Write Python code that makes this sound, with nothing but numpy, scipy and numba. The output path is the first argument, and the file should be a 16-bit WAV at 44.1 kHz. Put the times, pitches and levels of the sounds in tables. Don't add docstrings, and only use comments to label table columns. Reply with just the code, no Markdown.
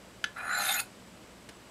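import sys
import numpy as np
from scipy import signal
from scipy.fft import rfft, irfft
from scipy.io import wavfile
from scipy.ndimage import uniform_filter1d
from numba import njit

SR = 44100
rng = np.random.default_rng(int(sys.argv[2]) if len(sys.argv) > 2 else 0)


def master_out(mix):
    frames = np.transpose(np.atleast_2d(mix))
    ceiling = np.clip(frames, -1, 1)
    pcm = np.round(ceiling * 32767).astype(np.int16)
    wavfile.write(sys.argv[1], SR, pcm)


N = 74970
T = np.arange(N) / SR
FLICKER_HZ = 42.4


def from_db(db):
    return 10 ** (np.asarray(db) / 20)


def rms_one(x):
    return x / np.sqrt(np.mean(x ** 2) + 1e-20)


def even(x, size=900):
    return x / np.sqrt(np.abs(uniform_filter1d(x * x, size)) + 1e-12)


def envelope(rows, fade_db_per_s=1000):
    times, db = np.transpose(rows)[[0, -1]]
    outside_s = np.maximum(times[0] - T, 0) + np.maximum(T - times[-1], 0)
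    return from_db(np.interp(T, times, db) - fade_db_per_s * outside_s)


def colour(x, spectrum):
    hz, db = np.transpose(spectrum)
    f = np.maximum(np.fft.rfftfreq(N, 1 / SR), 1)
    gain = from_db(np.interp(np.log(f), np.log(hz), db))
    return rms_one(irfft(rfft(x) * gain, N))


def band(x, low_hz, high_hz):
    return signal.sosfilt(signal.butter(2, [low_hz, high_hz], "band", fs=SR, output="sos"), x)


def drift(cutoff_hz):
    lowpass = signal.butter(2, cutoff_hz, fs=SR, output="sos")
    return rms_one(signal.sosfilt(lowpass, rng.standard_normal(N)))


@njit
def resonate(force, hz, width_hz):
    out, state = np.zeros(len(force)), 0j
    damping = np.exp(-np.pi * width_hz / SR)
    for i in range(len(force)):
        state = state * damping * np.exp(2j * np.pi * hz[i] / SR) + force[i]
        out[i] = state.real
    return out


def ringing(force, hz, width_hz):
    response = resonate(force, hz * np.ones(N), float(width_hz))
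    return rms_one(band(response, 0.906 * np.mean(hz), 1.3 * np.mean(hz)))


def impulses(rows):
    force = np.zeros(N)
    for t, db in rows:
        force[int(t * SR)] += from_db(db)
    return force


def struck(force, modes):
    response = sum((-1) ** k * from_db(db - 60 * T / t60) * np.sin(2 * np.pi * hz * T)
                   for k, (hz, db, t60) in enumerate(modes))
    return signal.fftconvolve(force, response)[:N]


def burst(force, spectrum, decay_s):
    decay = signal.lfilter([1], [1, -np.exp(-1 / (decay_s * SR))], force + 1e-18)
    return colour(rng.standard_normal(N), spectrum) * decay


def background():
    # f/Hz, relative level/dB
    floor_spectrum = [(15, -30), (25, -13), (49, -11), (66, -8), (82, -8.5), (113, -3), (144, -10.5),
                      (188, -0.5), (274, -4.5), (389, -7.5), (495, -7.5), (598, -7.5), (848, -13),
                      (997, -11.5), (3630, -20), (7500, -25.5), (9300, -29), (12200, -30.5), (15500, -42.5)]
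    # f/Hz, rms level/dB
    hum_tones = [(60, -67.5), (118, -69), (191, -68)]
    # f/Hz, rms level/dB
    whine_bands = [(2950, -75), (4870, -76.5), (7230, -77), (7795, -70.5), (8540, -74.5)]
    hum = sum(np.sqrt(2) * from_db(db) * np.sin(2 * np.pi * (hz * T + rng.random()))
              for hz, db in hum_tones)
    whines = sum(from_db(db) * ringing(rng.standard_normal(N), hz, width_hz=87) for hz, db in whine_bands)
    return from_db(-52.5) * colour(rng.standard_normal(N), floor_spectrum) + hum + whines


def room(direct, t60_s=0.21, delay_s=0.0017, top_hz=11100):
    tail = band(rng.standard_normal(N), 150, top_hz) * from_db(-60 * T / t60_s) * (T > delay_s)
    tail *= np.sqrt(2 * top_hz / SR / np.sum(tail ** 2))
    return from_db(-11.5) * signal.fftconvolve(direct, tail)[:N]


def knock():
    # t/s, level/dB
    contacts = [(1.4891, -38.5), (1.4918, -43.5), (1.4985, -57)]
    # f/Hz, relative level/dB
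    knock_spectrum = [(60, -12), (250, 11.5), (600, -9), (1700, -0.5), (2600, -6), (3800, -7.5),
                      (6000, -13), (10000, -14), (16000, -41)]
    # f/Hz, relative level/dB, T60/s
    desk_modes = [(205, -16, 0.063), (312, -11, 0.036), (460, -12.5, 0.1)]
    force = impulses(contacts)
    thud = band(struck(force, desk_modes), 170, 900)
    return burst(force, knock_spectrum, decay_s=0.0049) + thud


def landing():
    # t/s, level/dB
    bounces = [(0.2405, -32), (0.2411, -20.5), (0.24175, -23), (0.2446, -28), (0.2470, -27)]
    # f/Hz, relative level/dB, T60/s
    pinned_modes = [(560, -29, .03), (780, -29, .03), (1400, -4, .018), (1720, -3, .018), (1725, -23, .16),
                    (2020, -7, .014), (2700, -10, .02), (3020, -11, .016), (3450, -10, .022),
                    (3840, -24, .13), (4450, -13, .012), (6100, -12, .012), (7600, -21, .012),
                    (9900, -26, .012), (11080, -18, .016)]
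    # f/Hz, relative level/dB
    crack_spectrum = [(150, -9), (600, -6.5), (1000, -7), (1700, 1), (3500, 5), (6000, -4.5), (9000, -13),
                      (12000, -27), (15500, -36)]
    force = impulses(bounces)
    crack = burst(force, crack_spectrum, decay_s=0.0019)
    return struck(force, pinned_modes) + from_db(-9.5) * crack


def release(at_s=0.806, force_db=-38.5):
    # f/Hz, relative level/dB, T60/s
    free_modes = [(750, -8, .14), (1453, -9, .14), (2530, -7, .14), (4980, -13, .1), (6702, -15, .15),
                  (7133, -16, .17), (7714, -18, .17), (9755, -13, .11), (11075, -9, .11), (14095, 2, .085)]
    return struck(impulses([(at_s, force_db)]), free_modes)


def friction(grains_per_s=1800, spread_db=1.5):
    sizes = from_db(spread_db * np.minimum(rng.exponential(1, N), 4))
    signs = rng.choice([-1, 1], N)
    caught = rng.random(N) < grains_per_s / SR
    return rms_one(rms_one(sizes * signs * caught) + 0.45 * rng.standard_normal(N))


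def rubbed(force, modes, rise_per_s, brighten_db_per_oct_s=9, jitter=0.011):
    elapsed_s = T - 0.686
    out = 0
    for hz, width_hz, db in modes:
        tilt_db = brighten_db_per_oct_s * np.log2(hz / modes[0][0]) * elapsed_s
        pitch = hz * (1 + rise_per_s * elapsed_s + jitter * drift(FLICKER_HZ))
        out = out + from_db(db + tilt_db) * ringing(force, pitch, width_hz)
    return even(out)


def rasp(force):
    # f/Hz, bandwidth/Hz, relative level/dB
    body_modes = [(1272, 170, -6), (1405, 260, 16), (1460, 94, -24), (1712, 86, 13.5), (1868, 53, 0.5),
                  (2155, 31, 0)]
    # t/s, relative level/dB
    body_levels = [(0.352, -62), (0.367, -38), (0.395, -38), (0.42, -41.5), (0.465, -37), (0.515, -30.5),
                   (0.57, -32.5), (0.62, -34), (0.67, -36.5), (0.70, -35.5), (0.725, -40.5), (0.745, -35),
                   (0.79, -38.5), (0.808, -37), (0.82, -75)]
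    # f/Hz, bandwidth/Hz, relative level/dB
    hollow_modes = [(643, 54, -4.5), (748, 81, 5), (933, 114, -4.5)]
    # t/s, relative level/dB
    hollow_levels = [(0.35, -64), (0.39, -48.5), (0.44, -47), (0.56, -45), (0.595, -36.5), (0.66, -44),
                     (0.708, -33.5), (0.73, -48.5), (0.765, -43), (0.80, -48), (0.82, -49.5)]
    body = envelope(body_levels) * rubbed(force, body_modes, rise_per_s=0.082)
    hollow = envelope(hollow_levels) * rubbed(force, hollow_modes, rise_per_s=0.41)
    return from_db(-1) * body + from_db(-1.5) * hollow


def hiss(force):
    # f/Hz, bandwidth/Hz, relative level/dB
    steel_modes = [(2140, 55, 1), (2800, 60, -5), (3180, 50, -8), (3560, 60, -2), (4020, 90, -1),
                   (4400, 110, -5), (4990, 60, -8), (6700, 110, -4), (7130, 120, -3), (7700, 110, -5),
                   (8500, 180, -1), (9350, 140, -1)]
    # f/Hz, relative level/dB
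    edge_spectrum = [(300, -11), (1000, -11), (2000, 6.5), (3200, 4), (4400, -6.5), (5500, 2), (7200, -4.5),
                     (9000, -16), (10500, 6.5), (12500, 4), (14500, -22), (16000, -33)]
    # t/s, relative level/dB
    hiss_levels = [(0.35, -75), (0.37, -62), (0.43, -67), (0.52, -57.5), (0.58, -44), (0.63, -36.5),
                   (0.70, -35.5), (0.74, -33.5), (0.785, -44), (0.802, -30.5), (0.814, -52)]
    steel = even(sum(from_db(db) * ringing(force, hz, width_hz) for hz, width_hz, db in steel_modes))
    edge = colour(force + friction(), edge_spectrum)
    return envelope(hiss_levels) * (from_db(-2.5) * steel + from_db(-4.5) * edge)


def bending_mode(force, track, width_hz=55.0, jitter=0.0043, flicker_db=3.33):
    times, hz, _ = np.transpose(track)
    offset_hz = 108 * np.exp(-((T - 0.69) / 0.052) ** 2)
    pair = 0
    for side in (-1, 1):
        wander = 1 + jitter * drift(cutoff_hz=59)
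        pitch = np.interp(T, times, hz) * wander + side * offset_hz
        pair = pair + resonate(force + friction(), pitch, width_hz)
    ring = even(band(pair, 0.78 * hz.min(), 1.22 * hz.max()), size=500)
    flicker = from_db(-1 + flicker_db * drift(FLICKER_HZ))
    return envelope(track) * flicker * ring


def stroke(chatter_db=0.95):
    # t/s, f/Hz, relative level/dB
    bend_1 = [(0.37, 2550, -55), (0.395, 2400, -49), (0.44, 2510, -54), (0.52, 2443, -48.5),
              (0.62, 2486, -44.5), (0.71, 2434, -40.5), (0.76, 2460, -48), (0.792, 2580, -32.5),
              (0.808, 2580, -47.5)]
    bend_2 = [(0.37, 3950, -60), (0.44, 3980, -59), (0.52, 4050, -48), (0.61, 4100, -37), (0.64, 4000, -45),
              (0.665, 3740, -38), (0.695, 3760, -35), (0.725, 3620, -36), (0.755, 3800, -47),
              (0.775, 4100, -44), (0.805, 4400, -45)]
    bend_3 = [(0.43, 6750, -67), (0.49, 6900, -55), (0.52, 7080, -45), (0.565, 7280, -43), (0.6, 6950, -47),
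              (0.63, 6350, -43), (0.665, 6300, -48), (0.71, 6650, -50), (0.74, 7000, -36),
              (0.765, 6750, -52), (0.805, 6800, -44)]
    bend_4 = [(0.38, 9450, -70), (0.46, 9600, -57), (0.51, 9750, -52), (0.56, 9760, -46), (0.59, 9550, -56),
              (0.65, 10050, -40), (0.664, 9500, -48), (0.68, 8750, -40), (0.7, 8500, -40),
              (0.712, 9400, -40), (0.755, 9850, -44), (0.805, 9500, -42)]
    bend_5 = [(0.37, 11080, -65), (0.5, 11250, -59), (0.56, 11100, -58), (0.578, 11250, -42),
              (0.61, 11400, -46), (0.64, 11050, -46), (0.665, 11350, -37), (0.705, 11150, -45),
              (0.73, 11600, -32), (0.748, 11250, -43), (0.77, 11700, -36), (0.79, 11250, -46),
              (0.805, 11050, -38)]
    bend_6 = [(0.4, 14200, -73), (0.52, 14500, -66), (0.585, 14900, -58), (0.61, 14300, -56),
              (0.645, 14750, -49), (0.7, 14250, -54), (0.735, 14850, -47), (0.77, 14250, -49),
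              (0.805, 14100, -47)]
    force = friction()
    singing = sum(bending_mode(force, track) for track in (bend_1, bend_2, bend_3, bend_4, bend_5, bend_6))
    chatter = from_db(chatter_db * drift(cutoff_hz=55))
    return (rasp(force) + singing + hiss(force)) * chatter


def scene():
    direct = landing() + stroke() + release() + knock()
    return (direct + room(direct) + background())[None]


def record(dry, cutoff_hz=15600):
    return signal.sosfilt(signal.ellip(10, .2, 70, cutoff_hz, fs=SR, output="sos"), dry)


dry = scene()
out = record(dry)
master_out(out)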